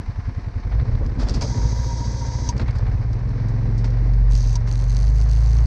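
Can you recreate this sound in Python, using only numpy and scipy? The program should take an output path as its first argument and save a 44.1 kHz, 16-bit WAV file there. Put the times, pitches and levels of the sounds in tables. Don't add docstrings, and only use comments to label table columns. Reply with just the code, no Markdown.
import sys
import numpy as np
from scipy import signal
from scipy.fft import rfft, irfft, next_fast_len
from scipy.io import wavfile
from scipy.ndimage import map_coordinates

SR = 44100
rng = np.random.default_rng(int(sys.argv[2]) if len(sys.argv) > 2 else 0)


def field_ratio(decibels):
    return 10 ** (np.asarray(decibels, dtype=float) / 20)


def generate_wav(signal):
    frames = np.transpose(np.atleast_2d(signal))
    scaled = np.clip(frames, -1, 1) * 32767
    pcm = np.round(scaled).astype(np.int16)
    wavfile.write(sys.argv[1], SR, pcm)


N = 249606
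T = np.arange(N) / SR

# freq_hz, gain_db
TOP_LOSS = [(9000, 0.5), (11000, 2.5), (13000, -24.5), (16000, -47)]
# freq_hz, level_db
WHINE_TONES = [(11752, -75), (12252, -78)]
# freq_hz, width_hz, level_db
PANEL_MODES = [(860, 30, -3), (1045, 55, 0)]
# freq_hz, density_db_per_hz
FIZZ_SPECTRUM = [(6000, -61.5), (7200, 0.5), (9000, -5), (11000, -28), (14000, -65)]
IDLE_WHISTLE_HZ, IDLE_WHISTLE_DB = 708, -58.5

# start_s, stop_s, level_db
CHATTER_BOUTS = [
    (4.305, 4.554, -57),
    (4.682, 4.855, -63),
    (4.887, 5.103, -61),
    (5.15, 5.24, -62.5),
    (5.286, 5.603, -63),
    (5.623, 5.698, -76),
]
# freq_hz, width_hz, level_db
BRACKET_MODES = [(4420, 610, -2), (6190, 530, -1), (8860, 1760, -18), (2580, 300, -9.5), (13560, 1100, -17)]
# position_cycles, level_db
BRACKET_TAPS = [(.14, -2), (.215, -10), (.455, -5)]
# rate_firings_per_s, advance_cycles
TAP_ADVANCE = [(23.3, .035), (25, 0)]
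LULL_START_S, LULL_STOP_S, LULL_DB = 4.67, 5.7, -67
CHATTER_EDGE_S, SAG_DB_PER_S = .005, 12

# start_s, stop_s, gear_hiss_db, drum_tone_db
WINCH_RUNS = [
    (1.443, 2.474, -44.5, -42),
    (4.362, 4.553, -51.5, -60),
]
# freq_hz, density_db_per_hz
GEAR_SPECTRUM = [(1820, -41), (3100, -18.5), (3320, -9.5), (3570, -14), (3750, -6.5), (4330, -5.5),
                 (4690, 0.5), (5180, -2), (6240, 1), (6680, -3.5), (7080, -20), (7400, -15), (9620, -31),
                 (16300, -120)]
# freq_hz, width_hz, level_db
DRUM_MODES = [(948, 58, 0), (1610, 100, -9), (2030, 60, -8), (522, 42, -3)]
# time_s, level_db
RELAY_BLOWS = [
    (1.42, -33.5),
    (2.49, -27.5),
    (4.555, -36.5),
]
# freq_hz, width_hz, level_db
COVER_MODES = [(4730, 170, -39), (5780, 99, -8.5), (6390, 51, -4.5)]
# freq_hz, width_hz, level_db
STRUCK_DRUM_MODES = [(953, 48, 1.5)]
INRUSH_DB, INRUSH_S, SPIN_UP_S = 4, 0.18, 0.081
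OVERRUN_S = .012

# time_s, peak_db, t60_s
SNAP_HITS = [(1.062, -37, 0.02), (1.2324, -34, 0.018), (1.2855, -23, 0.02), (1.2944, -23, 0.026),
             (1.3064, -32, 0.02), (1.3389, -32, 0.14), (1.3454, -43, 0.027), (1.4097, -28.5, 0.07),
             (1.4214, -30.5, 0.082), (1.4344, -31, 0.039), (2.4877, -26, 0.075), (2.5651, -40, 0.03),
             (2.577, -36.5, 0.049), (2.596, -39.5, 0.081), (2.6144, -41, 0.052), (2.6773, -44.5, 0.062),
             (2.7077, -37.5, 0.021), (2.7526, -44, 0.1), (2.7841, -39, 0.037), (3.1293, -43, 0.062),
             (3.2894, -46, 0.027), (3.4835, -43, 0.064), (3.7778, -41, 0.12), (3.8427, -39.5, 0.12),
             (3.9025, -47, 0.048), (4.1355, -41, 0.028), (4.3515, -24, 0.018), (4.5545, -24.5, 0.04),
             (4.6034, -47, 0.037), (4.6743, -38, 0.059)]
# freq_hz, density_db_per_hz
SNAP_SPECTRUM = [(1470, -53), (2500, -10), (2920, -13.5), (3740, -10.5), (4590, 0.5), (5430, -1),
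                 (6310, -7), (6610, -7), (6980, -16.5), (7400, -13), (9620, -29.5), (13500, -46.5),
                 (16300, -120)]
# time_s, peak_db, t60_s
CHAIN_HITS = [(.72, -38, 0.11), (.797, -37.5, 0.069), (.951, -32, 0.021), (1.285, -38, .05),
              (1.343, -38, .035), (1.412, -34.5, 0.18), (2.565, -41, 0.12), (2.596, -28.5, 0.059),
              (2.614, -35.5, 0.11), (2.66, -41, .03), (2.68, -35.5, 0.15), (2.866, -36, 0.056),
              (3.842, -35.5, 0.11), (4.673, -38, 0.12)]
# freq_hz, density_db_per_hz
CHAIN_SPECTRUM = [(300, -120), (550, 0.5), (760, 3.5), (1300, -2.5), (2200, -2.5), (2900, -13.5),
                  (4500, -12.5), (8000, -120)]
# time_s, peak_db, t60_s
THUD_HITS = [(.893, -31, 0.036), (.952, -31, 0.035), (.992, -38, .03), (1.011, -30, 0.087),
             (1.225, -26, 0.05), (1.269, -22, 0.041), (1.283, -34, 0.055), (1.42, -29, 0.15),
             (1.445, -29.5, 0.11), (3.842, -35, 0.088)]
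# freq_hz, density_db_per_hz
THUD_SPECTRUM = [(150, -120), (280, -23.5), (480, 3.5), (800, -9), (1500, -25), (3000, -41.5), (6000, -120)]
# time_s, peak_db, t60_s
PIN_HITS = [
    (2.593, -29, .06),
    (2.612, -34, .06),
]
# freq_hz, density_db_per_hz
PIN_SPECTRUM = [(400, -120), (600, -14), (760, 0), (950, -8), (1400, -120)]
# time_s, level_db
SCRAPE_LEVEL = [(1.17, -71), (1.2, -35.5), (1.26, -37), (1.286, -31), (1.402, -42), (1.412, -37),
                (1.45, -38)]
# freq_hz, density_db_per_hz
BLADE_SPECTRUM = [(120, -25.5), (200, -5), (255, 2), (324, -11), (495, -9), (559, -16.5), (612, -14.5),
                  (1470, -20.5), (2690, -30), (5070, -25), (7400, -39.5), (9620, -54), (16300, -120)]

# time_s, peak_db, pitch_hz, t60_s
FRAME_JOLTS = [
    (0.724, -20.5, 51.3, 0.32),
    (0.782, -13, 50, 0.27),
    (1.629, -31, 55.3, 0.58),
    (2.87, -32, 49.4, .15),
]
# time_s, half_width_s, boom_db, sway_db
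FRAME_HEAVES = [(.83, 0.19, -38.5, -25.5), (1.28, 0.25, -32, -28), (1.6, 0.096, -29.5, -25.5),
                (2.0, 0.31, -34.5, -38.5), (2.58, .13, -31.5, -29), (2.879, 0.34, -40.5, -28),
                (3.45, 0.24, -35.5, -51.5), (3.8, 0.29, -33, -53), (4.45, 0.12, -47, -26.5)]
# freq_hz, density_db_per_hz
MOUNT_SPECTRUM = [(12, -120), (20, -25), (30, -5.5), (55, 7), (90, -3), (130, -4.5), (170, -50),
                  (300, -120)]
# freq_hz, lag_cycles
MOUNT_PHASE = [(42, -.35), (60, 0), (80, .5), (93, .41), (106, .32)]
# freq_hz, level_db
MOUNT_SECOND = [(42, -34), (55, -21.5), (59, -30), (67, -29.5), (75, -47), (86, -40.5), (93, -32),
                (100, -29.5), (110, -24.5)]

# freq_hz, density_db_per_hz
BOOM_SPECTRUM = [(88, -16.5), (150, 1), (172, -1), (248, -0.5), (344, -11), (500, -11.5), (650, -35),
                 (1100, -120)]
# freq_hz, density_db_per_hz
VALVE_SPECTRUM = [(240, -28.5), (400, -4.5), (700, -6.5), (1050, -8.5), (1360, -15), (1600, -12.5),
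                  (2180, -15), (2720, -25), (3300, -29.5), (4300, -22.5), (6000, -26.5), (7400, -45.5),
                  (9620, -76), (16300, -120)]
# position_cycles, width_cycles, rise_db
VALVE_EVENTS = [(0.78, 0.03, 9), (.24, .07, 2.5), (0.23, .1, 3.5), (0.97, .1, 4.5)]
WORKS_PER_THROTTLE, WORKS_PER_BOOM = 0.2, 0.13
CASE_HZ, CASE_IDLE_DB = 950, -7
TICK_HZ, TICK_SHARE = 3340, .3

# time_s, rate_firings_per_s
ENGINE_SPEED = [(0.0, 10.48), (0.59, 10.46), (0.92, 17.06), (1.07, 16.97), (1.32, 15.3), (1.5, 14.68),
                (1.61, 13.44), (1.75, 14.16), (2.72, 14.79), (3.01, 18.38), (3.43, 21.62), (3.69, 21.91),
                (3.91, 23.44), (4.39, 23.35), (4.49, 22.51), (4.93, 23.88), (5.11, 26.16), (5.66, 28.37)]
# time_s, throttle_over_idle_db, crank_pull_db
ENGINE_LOAD = [(0, 0, -58), (.62, -1, -55), (.8, 4.5, -40), (.92, 10, -20.5), (1.1, 0, -31), (1.32, 2, -30),
               (1.6, 3.5, -50), (1.8, 3, -38), (2.05, 1.5, -46), (2.55, 2.5, -55), (2.7, 5.5, -35.5),
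               (2.92, 7.5, -26), (3.1, 5.5, -30.5), (3.45, 11.5, -26), (4.3, 8.5, -13.5), (4.62, 7, -22.5),
               (5.05, 10.5, -15), (5.66, 18, -15)]
# freq_hz, level_db
LOADED_PIPE = [(50, -9), (72, -10), (87, -5), (101, -8), (114, 0), (130, -8), (142, -19), (165, -25),
               (200, -26), (240, -34), (330, -48)]
# freq_hz, level_db
IDLING_PIPE = [(50, -7), (75, -6), (94, -2), (105, -4), (126, -11), (147, -15), (180, -25), (260, -29),
               (330, -42)]
# freq_hz, level_db
PIPE_THIRD = [(31, -39.5), (43, -38.5), (47, -25), (52, -28.5), (58, -28), (65, -36), (70, -45),
              (75, -33.5), (85, -34)]
# rate_firings_per_s, gain_db
MUFFLER_THINNING = [(25, 0), (27.5, -13)]
IDLE_DB, WORKS_DB, BOOM_DB, LURCH_DB = -30.5, -46.5, -40, -34.5
STEP = 16


def unit(x):
    return x / np.sqrt(np.mean(x ** 2) + 1e-20)


def along(points, hz):
    f, v = np.transpose(points)
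    return np.interp(np.log(hz + 1), np.log(f + 1), v)


def curves(rows, off=None):
    s, *cols = np.transpose(rows)
    return [np.interp(T, s, c, off, off) for c in cols]


def wobble(knots_per_s):
    knots = rng.standard_normal(int(N * knots_per_s / SR) + 4)
    return map_coordinates(knots, [T * knots_per_s])


def gate(start_s, stop_s, edge_s):
    return np.clip(np.minimum(T - start_s, stop_s - T) / edge_s + 1, 0, 1)


def filtered(x, response):
    m = next_fast_len(N + 8192)
    return irfft(rfft(x, m) * response(np.fft.rfftfreq(m, 1 / SR)), m)[:N]


def coloured(spectrum):
    return unit(filtered(rng.standard_normal(N), lambda hz: field_ratio(along(spectrum, hz))))


def resonant(x, modes):
    def response(f):
        total = 0
        for k, (centre, width, db) in enumerate(modes):
            damping = 1j * f * width
            total = total + (-1) ** k * field_ratio(db) * damping / (centre ** 2 - f ** 2 + damping)
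        return total
    return filtered(x, response)


def struck(rows, spectrum, rise_s):
    swell, t = np.zeros(N + SR), T[:SR // 4]
    for s, db, t60 in rows:
        decay = field_ratio(db - 60 * t / max(t60, .005))
        swell[round(s * SR):][:len(t)] += decay * (1 - np.exp(-t / rise_s))
    return swell[:N] * coloured(spectrum)


def heave(rest_db, column):
    power = field_ratio(2 * rest_db)
    for row in FRAME_HEAVES:
        power = power + field_ratio(2 * row[column]) * np.exp(-((T - row[0]) / row[1]) ** 2)
    return 10 * np.log10(power)


def whine():
    swell = np.clip((T - 1.72) / .05, 0, 1) * np.clip((1.9 - T) / .01, 0, 1)
    return swell * sum(np.sqrt(2) * field_ratio(db) * np.sin(2 * np.pi * hz * T) for hz, db in WHINE_TONES)


def hum(rate):
    panels = field_ratio(-55) * unit(resonant(rng.standard_normal(N), PANEL_MODES))
    whistle_level = np.sqrt(2) * field_ratio(IDLE_WHISTLE_DB + 1.5 * wobble(12))
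    whistle = whistle_level * np.sin(2 * np.pi * IDLE_WHISTLE_HZ * T + .5 * wobble(10))
    idling = np.clip((14.5 - rate) / 2, 0, 1)
    fizz = field_ratio(-80) * unit(field_ratio(3.7 * wobble(250)) * coloured(FIZZ_SPECTRUM))
    return idling * (panels + whistle) + fizz


def bracket(cycle, rate, scatter_db=2.0, late_cycles=.009):
    turns = np.arange(0, cycle[-1], .5)
    advanced = cycle + np.interp(rate, *np.transpose(TAP_ADVANCE))
    taps = np.zeros(N)
    for at, db in BRACKET_TAPS:
        chance = rng.standard_normal((len(turns), 2))
        where = np.interp(turns + at + late_cycles * chance[:, 0], advanced, np.arange(N)).astype(int)
        np.add.at(taps, where, field_ratio(db + scatter_db * chance[:, 1]))
    rattle = signal.fftconvolve(taps, field_ratio(-60 * T[:400] / .0055))[:N]
    buzz = .06
    grit = (rattle + buzz) * rng.standard_normal(N) + 1.6 * taps
    level = field_ratio(LULL_DB) * gate(LULL_START_S, LULL_STOP_S, CHATTER_EDGE_S)
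    for start, stop, db in CHATTER_BOUTS:
        level = level + field_ratio(db - SAG_DB_PER_S * (T - start)) * gate(start, stop, CHATTER_EDGE_S)
    return field_ratio(9.5) * level * unit(resonant(grit, BRACKET_MODES))


def winch(cycle):
    out = np.zeros(N)
    for start, stop, hiss_db, tone_db in WINCH_RUNS:
        running = gate(start, stop + OVERRUN_S, .002)
        inrush_db = INRUSH_DB * np.exp(-abs(T - start) / INRUSH_S)
        flicker_db = .8 * np.cos(2 * np.pi * cycle) + .7 * wobble(40)
        out += running * field_ratio(hiss_db + inrush_db + flicker_db) * coloured(GEAR_SPECTRUM)
        tone = resonant(resonant(rng.standard_normal(N), DRUM_MODES), DRUM_MODES)
        drum = unit(field_ratio(1.5 * wobble(45)) * tone)
        spin_up = np.clip((T - start) / SPIN_UP_S, 0, 1) ** 2
        out += running * spin_up * field_ratio(tone_db) * drum
    blows = np.zeros(N)
    for s, db in RELAY_BLOWS:
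        blows[round(s * SR)] = field_ratio(db + 51.0)
    drum_ring = resonant(resonant(blows, STRUCK_DRUM_MODES), STRUCK_DRUM_MODES)
    return out + resonant(blows, COVER_MODES) + drum_ring


def knocks():
    scrape = field_ratio(curves(SCRAPE_LEVEL, -120)[0] + 3.3 * wobble(60)) * coloured(BLADE_SPECTRUM)
    snaps = field_ratio(-3) * struck(SNAP_HITS, SNAP_SPECTRUM, rise_s=.001)
    chain = struck(CHAIN_HITS, CHAIN_SPECTRUM, rise_s=.0006)
    thuds = struck(THUD_HITS, THUD_SPECTRUM, rise_s=.002)
    pin = struck(PIN_HITS, PIN_SPECTRUM, rise_s=.002)
    return snaps + chain + thuds + scrape + pin


def jolts():
    out, t = np.zeros(N + SR), T[:SR // 2]
    for s, db, hz, t60 in FRAME_JOLTS:
        envelope = field_ratio(db - 60 * t / t60) * (1 - np.exp(-t / 0.0055))
        out[round(s * SR):][:len(t)] += envelope * np.sin(2 * np.pi * hz * t)
    return out[:N]


def shake(cycle, rate, crank_db, second_db):
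    crank = field_ratio(crank_db) * np.cos(2 * np.pi * (2 * cycle + .47))
    second = field_ratio(second_db) * np.cos(2 * np.pi * (4 * cycle - along(MOUNT_PHASE, 4 * rate)))
    sway = field_ratio(heave(LURCH_DB, column=3)) * coloured(MOUNT_SPECTRUM)
    return np.sqrt(2) * (crank + second) + sway


def works(cycle, rate, throttle_db):
    boom_db = heave(BOOM_DB, column=2)
    works_db = WORKS_DB + WORKS_PER_THROTTLE * throttle_db + WORKS_PER_BOOM * (boom_db - BOOM_DB)
    sharp = np.clip(1.5 - rate / 21, .2, 1)
    idling = np.clip((14 - rate) / 3, 0, 1)
    gate_db = 0
    for at, width, db in VALVE_EVENTS:
        gate_db = gate_db + sharp * db * np.exp(-.5 * ((cycle % 1 - at) / width) ** 2)
    swell_db = 2.6 * sharp * np.cos(2 * np.pi * (cycle - .2)) + 1.7 * wobble(18) - 2.5 * idling
    boom = field_ratio(swell_db) * coloured(BOOM_SPECTRUM)
    noise = field_ratio(.7 * wobble(25) + 1.0 * wobble(150)) * coloured(VALVE_SPECTRUM)
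    case = filtered(noise, lambda hz: 1 / (1 + (hz / CASE_HZ) ** 4))
    tick = filtered(noise, lambda hz: 1 - 1 / (1 + (hz / TICK_HZ) ** 4))
    middle = noise - case - tick
    clatter = field_ratio(gate_db) * (middle + field_ratio(CASE_IDLE_DB * idling) * case)
    clatter += field_ratio(TICK_SHARE * gate_db) * tick
    return field_ratio(boom_db - 3.0) * unit(boom) + field_ratio(works_db) * unit(clatter)


def exhaust(cycle, rate, level_db, third_db):
    level_db = level_db + .5 * wobble(3.5)
    cycle, rate, level_db, third_db = (v[::STEP] for v in (cycle, rate, level_db, third_db))
    load = np.interp(rate, [10.6, 13.5], [0, 1])
    delay_s = .012 + .010 * load

    def tone(order):
        lag = delay_s * 25 * np.log(np.cosh((order * rate - 62) / 25))
        return np.cos(2 * np.pi * (order * cycle + .45 - lag))

    thinning_db = np.interp(rate, *np.transpose(MUFFLER_THINNING))
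    out = field_ratio(third_db) * tone(3)
    for order in range(5, 28):
        hz = order * rate
        pipe_db = load * along(LOADED_PIPE, hz) + (1 - load) * along(IDLING_PIPE, hz)
        pipe_db += thinning_db * np.clip((hz - 145) / 15, 0, 1)
        out += field_ratio(level_db + pipe_db) * tone(order)
    return np.sqrt(2) * map_coordinates(out, [np.arange(N) / STEP], mode="nearest")


def scene():
    rate, = curves(ENGINE_SPEED)
    throttle_db, crank_db = curves(ENGINE_LOAD)
    cycle = .11 + np.cumsum(rate) / SR
    background = hum(rate) + bracket(cycle, rate)
    handling = winch(cycle) + knocks() + jolts()
    engine = shake(cycle, rate, crank_db, along(MOUNT_SECOND, 4 * rate))
    engine = engine + works(cycle, rate, throttle_db)
    engine = engine + exhaust(cycle, rate, IDLE_DB + throttle_db, along(PIPE_THIRD, 3 * rate))
    return (background + handling + engine)[None]


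def roll_off(x):
    return signal.sosfilt(signal.butter(12, 15676, fs=SR, output="sos"), x)


def record(dry):
    muffled = filtered(dry[0], lambda hz: field_ratio(along(TOP_LOSS, hz))) + whine()
    fade = np.clip((T[-1] - T) / 0.0017, 0, 1)
    return roll_off((muffled * fade)[None])


dry = scene()
out = record(dry)
generate_wav(out)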